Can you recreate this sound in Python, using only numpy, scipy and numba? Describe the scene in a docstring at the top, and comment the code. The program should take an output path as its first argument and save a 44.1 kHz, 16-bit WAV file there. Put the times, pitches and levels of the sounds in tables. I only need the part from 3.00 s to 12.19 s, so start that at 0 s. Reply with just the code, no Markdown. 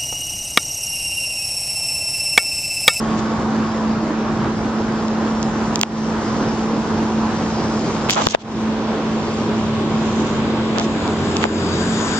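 """Water churns and fizzes in the aeration tanks of a wastewater plant, over the hum of an air blower.
The microphone is a hand-held camera's stereo pair, on a walkway by the tanks. It turns towards a road,
where two engines pass and a hiss grows. Right at the microphone, fingers knock and rub on the camera
body; the hardest knocks overload it and its gain control ducks everything."""
import sys
import numpy as np
from scipy import signal
from scipy.fft import rfft, irfft
from scipy.io import wavfile
from scipy.ndimage import uniform_filter1d, minimum_filter1d
from numba import njit

SR = 44100
rng = np.random.default_rng(int(sys.argv[2]) if len(sys.argv) > 2 else 0)


def transcribe(u):
    """Save the signal u as a 16-bit wav file named by the first command-line argument.

    u: samples, shape (n,) or (channels, n), limited to [-1, 1]; the rate is SR.
    q: integer samples, one column per channel.
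    """
    v = np.clip(np.atleast_2d(u).T, -1, 1)
    q = np.round(v * 32767).astype(np.int16)
    wavfile.write(sys.argv[1], SR, q)


N = 405279
TIME = np.arange(N) / SR


def gain_of(db):
    """Decibels to gain."""
    return 10 ** (np.asarray(db) / 20)


def unit_rms(x):
    """Scales to rms 1."""
    return x / np.sqrt(np.mean(x ** 2) + 1e-20)


def at_hz(points, hz):
    """Reads a spectrum table on a log-frequency axis."""
    table_hz, value = np.transpose(points)
    return np.interp(np.log(hz + 1), np.log(table_hz + 1), value)


def follow(rows):
    """Each column of a time table, sample by sample."""
    times, *columns = np.transpose(rows)
    return [np.interp(TIME, times, column) for column in columns]


def add(mix, start_s, sound):
    """Mixes in a stereo sound."""
    part = mix[:, max(round(start_s * SR), 0):][:, :sound.shape[1]]
    part += sound[:, :part.shape[1]]


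def panned(x, left_db):
    """Makes the left channel left_db louder than the right."""
    return x * gain_of([[left_db / 2], [-left_db / 2]])


def swell(full_db, full_s, db_per_s):
    """A gain that grows steadily in dB, then holds."""
    return gain_of(full_db + db_per_s * np.minimum(TIME - full_s, 0))


def drift(rate_hz):
    """Random wander of rms 1, up to about the given rate."""
    hz = np.fft.rfftfreq(N, 1 / SR)
    spectrum = rfft(rng.standard_normal(N)) * np.exp(-(hz / rate_hz) ** 2) * (hz > 0)
    return unit_rms(irfft(spectrum, N))


def rush(spectrum, patchy_db, left_lead_us, diffuse=1):
    """Noise with drifting patches at the two microphone ports; diffuse sound is less alike at the two."""
    # likeness of the sound at the ports: (frequency [Hz], coherence [0-1])
    likeness = [(50, 0.7), (110, 0.95), (220, 0.96), (490, 1), (1000, 0.83), (2000, 0.32), (4000, 0.7),
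                (8000, 1)]
    frames, hz = N // 512 + 5, np.fft.rfftfreq(2048, 1 / SR)
    a, b, c, d, patches = rng.standard_normal((5, frames, len(hz))).transpose(0, 2, 1)
    left, unrelated = a + 1j * b, c + 1j * d
    patches = uniform_filter1d(patches, size=20, axis=0)  # across frequency
    patches = unit_rms(uniform_filter1d(patches, size=7, axis=1))  # across time
    coherence = np.clip(1 - diffuse * (1 - at_hz(likeness, hz)), 0, 1)[:, None]
    delay = np.exp(-2j * np.pi * hz * left_lead_us / 1e6)[:, None]
    right = (coherence * left + np.sqrt(1 - coherence ** 2) * unrelated) * delay
    shaped = np.array([left, right]) * gain_of(at_hz(spectrum, hz)[:, None] + patchy_db * patches)
    return unit_rms(signal.istft(shaped, nperseg=2048, noverlap=1536)[1][:, :N])


def engine(harmonics, nearest_s, fall_3db_s, db, firing_hz, hz_per_s, unsteady):
    """Low harmonics of a passing exhaust, with uneven firing; the level falls with distance."""
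    since_s = TIME - nearest_s
    rate_hz = (firing_hz + hz_per_s * since_s) * (1 + unsteady * drift(rate_hz=12))
    firings = np.cumsum(rate_hz) / SR
    tone = 0
    for k, harmonic_db in harmonics:
        level = gain_of(harmonic_db + 3.0 * drift(rate_hz=1.7))
        tone += level * np.sin(2 * np.pi * (k * firings + rng.random()))
    return gain_of(db) / np.hypot(1, since_s / fall_3db_s) * unit_rms(tone)


def road():
    """Traffic roar and hiss swell as the microphone comes to face the road; two engines pass."""
    # spectra of the traffic's roar and hiss: (frequency [Hz], density [dB])
    roar_spectrum = [(45, -25.5), (68, -17.5), (88, -3.5), (140, 0.5), (200, -1), (300, 0.5), (420, -1.5),
                     (600, -5), (1100, -32), (1500, -23.5), (2000, -16.5), (3700, -17.5), (4700, -26.5),
                     (7500, -35.5)]
    hiss_spectrum = [(600, -9.5), (1000, 3.5), (1550, 9), (2100, -6), (2900, -9.5), (3700, 2),
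                     (4200, -11.5), (4700, 0.5), (6150, -10.5), (6800, -1.5), (7600, -2)]
    # exhaust harmonics of each engine: (multiple of the firing rate, level [dB])
    cruising_harmonics = [(2, 0), (4, -3.5), (6, -2.5), (7, -2.5), (8, -8.5), (9, 1), (10, -6), (11, -7.5)]
    slowing_harmonics = [(3, -9.5), (4, -3), (5, -17.5), (9, -5), (10, -7), (11, -7)]
    roar = rush(roar_spectrum, patchy_db=0.5, left_lead_us=110, diffuse=2.0)
    roar *= swell(full_db=-25.5, full_s=7.5, db_per_s=2.34)
    hiss = rush(hiss_spectrum, patchy_db=2.5, left_lead_us=137, diffuse=0.97)
    hiss *= swell(full_db=-21.5, full_s=9.11, db_per_s=11.9)
    cruising = engine(cruising_harmonics, nearest_s=8.5, fall_3db_s=0.57, db=-25.5,
                      firing_hz=44.5, hz_per_s=0.18, unsteady=0.0079)
    slowing = engine(slowing_harmonics, nearest_s=7, fall_3db_s=0.5, db=-27,
                     firing_hz=36.5, hz_per_s=-2.5, unsteady=0.00817)
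    return roar + cruising + slowing + panned(hiss, left_db=7.0)


def blower():
    """Lobes pulse air into the pipes: a steady hum and overtones, each with a slight random waver."""
    # 2nd and 10th harmonics along the walkway: (time [s], hum level [dB], whine level [dB])
    hum_and_whine = [(0, -23.8, -36), (1.2, -22.5, -44), (5, -24, -49), (7.2, -21, -39),
                     (8.2, -24.5, -42.5), (9.19, -26.5, -44)]
    # the other harmonics: (multiple of the lobe rate, level [dB])
    overtones = [(3, -39.5), (4, -41), (6, -65), (7, -47.5), (9, -46.5), (14, -53.5), (16, -55)]
    lobe_hz, left_lead_s = 110.15, 0.00007
    hum_db, whine_db = follow(hum_and_whine)
    pulses = np.cumsum(lobe_hz * (1 + 0.00086 * drift(rate_hz=6.6))) / SR
    pulses = pulses + lobe_hz * np.array([[left_lead_s], [0]])
    lines = [(2, hum_db + 1.46 * drift(rate_hz=7.7)), (10, whine_db + 0.9 * drift(rate_hz=2.6))]
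    lines += [(k, db + 2.3 * drift(rate_hz=1.1)) for k, db in overtones]
    tone = sum(gain_of(db) * np.sin(2 * np.pi * (k * pulses + rng.random())) for k, db in lines)
    return panned(np.sqrt(2) * tone, left_db=-0.9)


def body_ring(bright_hz, octaves, damping=1):
    """One push rings the camera body, favouring modes near bright_hz: the harder, the higher."""
    # modes of the body: (frequency [Hz], bandwidth [Hz], level [dB])
    modes = [(380, 300, -1), (620, 250, 1), (880, 300, 0), (1230, 420, -1), (1700, 750, -2),
             (2400, 800, -2), (3250, 850, 1), (4600, 1500, 0), (5700, 1700, 2), (7100, 1700, 2)]
    port_lag_rad = np.array([[0], [2.01]])  # the right port trails the left
    t = np.arange(900) / SR
    ring = 0
    for k, (hz, width_hz, db) in enumerate(modes):
        share = gain_of(db) / (1 + (np.log2(hz / bright_hz) / octaves) ** 2)
        age = np.pi * width_hz * damping * t
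        envelope = (1 - np.exp(-age / 0.69)) * np.exp(-age)
        swing = np.sin(2 * np.pi * hz * t - port_lag_rad)
        ring += (-1) ** k * share * envelope * swing  # neighbouring modes swing in opposite senses
    return ring / abs(ring).max()


def rub(slips, start_s, length_s, bright_hz):
    """One stroke of a finger: its tiny slips ring the camera body."""
    stroke = slips[:, round(start_s * SR):][:, :round(length_s * SR)]
    size = stroke.shape[1]
    stroke = stroke * np.hanning(size) ** .5
    ringing = signal.fftconvolve(stroke, body_ring(bright_hz, octaves=1.0), axes=1)
    return unit_rms(ringing[:, :size])


def handling():
    """Handling noise right at the microphone: fingers click, thud and rub on the camera body."""
    # sharp clicks: (time [s], peak [dB], brightness [Hz], left minus right [dB])
    clicks = [(2.083, -17, 4500, -3), (2.4290, -12, 6100, -12), (2.7578, 1, 5400, -2),
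              (2.7930, -14, 6500, -8), (2.8132, 9, 5200, -2), (2.8310, 1, 6500, -6),
              (2.8332, 7.5, 2700, -2.5), (5.0967, 2, 2500, 3.5), (5.1071, 4.5, 4870, -13),
              (5.1560, -4, 7000, -1), (5.2686, 2, 4500, -8.5), (5.2866, 4, 4600, -4),
              (7.7844, -7, 4640, -12), (7.7975, -5, 4560, 1), (8.0780, -15.5, 4500, -7),
              (8.3680, -5, 5000, -6), (8.4400, -0.5, 1600, -8)]
    # dull thuds of the whole case: (time [s], peak [dB], brightness [Hz])
    thuds = [(2.8333, -2.5, 910), (5.2692, 5.5, 400), (5.2701, 5, 1290), (5.3477, 17.5, 547),
             (8.4530, -2.5, 514)]
    # sliding fingers: (middle [s], length [s], rms level [dB], brightness [Hz])
    strokes = [(.19, 0.035, -37.5, 6000), (5.095, 0.02, -24, 2200), (5.127, 0.065, -15.5, 5460),
               (5.233, 0.18, -27.5, 5500), (5.187, 0.086, -13.5, 1100), (5.312, 0.044, -17.5, 6500),
               (5.346, 0.032, -15, 2200), (5.407, 0.047, -27.5, 4000), (7.18, 0.6, -41.5, 7500),
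               (7.783, 0.093, -25, 1260), (7.834, 0.056, -34, 5150), (8.364, 0.027, -32, 2200),
               (8.436, 0.067, -28, 2420)]
    out = np.zeros((2, N))
    for time_s, db, bright_hz, left_db in clicks:
        add(out, time_s, gain_of(db) * panned(body_ring(bright_hz, octaves=0.62), left_db))
    for time_s, db, bright_hz in thuds:
        thud = body_ring(bright_hz, octaves=0.73, damping=0.96)
        add(out, time_s, gain_of(db) * panned(thud, left_db=9.5))
    grip_db, slips_per_s = 2.0, 7000
    grip = gain_of(grip_db * drift(rate_hz=90))  # the skin catches and lets go
    slips = rng.standard_normal((2, N)) * (rng.random(N) < slips_per_s / SR) * grip
    slips = slips + 0.1 * slips[::-1]  # each slip reaches both ports
    for middle_s, length_s, db, bright_hz in strokes:
        start_s = middle_s - length_s / 2
        add(out, start_s, gain_of(db) * rub(slips, start_s, length_s, bright_hz))
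    return out


def bubbles(low_hz, high_hz, per_s, cycles, spread_db, sizes=24):
    """Bubbles of many sizes ring briefly, rising in pitch as they reach the surface."""
    out = np.zeros((2, N))
    for hz in np.geomspace(low_hz, high_hz, sizes):
        age = np.arange(0, 1, hz / cycles / SR)  # 0 to 1 over one bubble's ring
        chirp = np.sin(2 * np.pi * cycles * age * (1 + 0.12 * age))
        ring = chirp * gain_of(-40 * age) * np.sqrt(low_hz / hz)
        strengths = gain_of(spread_db * np.minimum(rng.exponential(1, N), 4))
        onsets = rng.random(N) < per_s / sizes / SR
        train = signal.oaconvolve(strengths * onsets, ring)[:N]
        out += [np.roll(train, rng.integers(-8, 4)), train]  # each size has its own delay between ports
    return unit_rms(out)


def water():
    """Air boils up through the tanks by the walkway: a surging wash, bubbles in it, foam on top."""
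    # spectra of churning water and bursting foam: (frequency [Hz], density [dB])
    churn_spectrum = [(25, -26), (38, -14), (49, -2.5), (66, -6), (95, -3.5), (170, 0), (320, 0.5),
                      (450, -5), (600, -8), (980, -6), (1500, -13), (2100, -21.5), (4000, -28.5),
                      (8000, -41.5)]
    fizz_spectrum = [(900, -8), (2000, -11), (3200, -14.5), (4200, 1.5), (5100, 7.5), (6000, 3),
                     (7500, 3.5)]
    # nearness of the foam as the microphone sweeps the tanks: (time [s], level [dB])
    foam_nearness = [(0, -37.5), (1.3, -41), (3.3, -36), (3.9, -38), (4.9, -33.5), (5.8, -41.5),
                     (6.4, -37.5), (7.5, -46.5)]
    churn_db = np.interp(TIME, [5.2, 5.9], [-22.5, -24])  # drops on the turn towards the road
    (foam_db,) = follow(foam_nearness)
    surge = drift(rate_hz=9)
    wash = gain_of(churn_db + 0.82 * surge) * rush(churn_spectrum, patchy_db=1.1, left_lead_us=-27)
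    gurgle = bubbles(low_hz=514, high_hz=1750, per_s=700, cycles=13, spread_db=0.5)
    gurgle *= gain_of(churn_db - 16.5 + 0.41 * surge)
    fizz = gain_of(2.0) * rush(fizz_spectrum, patchy_db=2.5, left_lead_us=54.5)
    pops = gain_of(-4.5) * bubbles(low_hz=2210, high_hz=7900, per_s=2500, cycles=0.92, spread_db=5)
    foam = gain_of(foam_db) * (fizz + pops)
    return panned(wash + gurgle, left_db=-1.05) + panned(foam, left_db=3.0)


def scene():
    """Tanks, blower, road and the hand on the camera, as heard from the walkway."""
    return water() + blower() + road() + handling()


@njit
def ducking(over_db, attack, hold, release):
    """Gain reduction in dB: grows quickly under overload, waits, then dies away (times in samples)."""
    out, cut, wait = np.zeros(len(over_db)), 0., 0.
    for i in range(len(over_db)):
        if over_db[i] > cut:
            cut += (over_db[i] - cut) / attack
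            wait = hold
        elif wait > 0:
            wait -= 1
        else:
            cut -= cut / release
        out[i] = cut
    return out


def gain_control(x, limit_db, attack_s, hold_s, release_s):
    """Turns the sound down a moment after its peaks pass the limit, too late for a knock's first peak."""
    peak = -minimum_filter1d(-abs(x).max(0), size=24)  # running maximum
    over_db = np.roll(20 * np.log10(peak + 1e-9) - limit_db, 30)  # 30 samples late
    return x / gain_of(ducking(over_db, attack_s * SR, hold_s * SR, release_s * SR))


def record(dry):
    """The camera's sound chain: rumble filter, dull microphone, gain control, overload, band limit."""
    low_cut_hz, mic_edge_hz, band_edge_hz = 36, 7890, 16000
    rumble_filter = signal.butter(4, low_cut_hz, "highpass", fs=SR, output="sos")
    mic_response = signal.firwin(61, mic_edge_hz, window=("kaiser", 5), fs=SR)
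    band_limit = signal.firwin(511, band_edge_hz, window=("kaiser", 9), fs=SR)
    dull = signal.oaconvolve(signal.sosfilt(rumble_filter, dry), mic_response[None], "same")
    ducked = gain_control(dull, limit_db=-4.5, attack_s=0.0019, hold_s=0.059, release_s=0.081)
    soft_clipped = ducked / (1 + ducked ** 8) ** (1 / 8)
    return signal.oaconvolve(soft_clipped, band_limit[None], "same")


dry = scene()
out = record(dry)
transcribe(out)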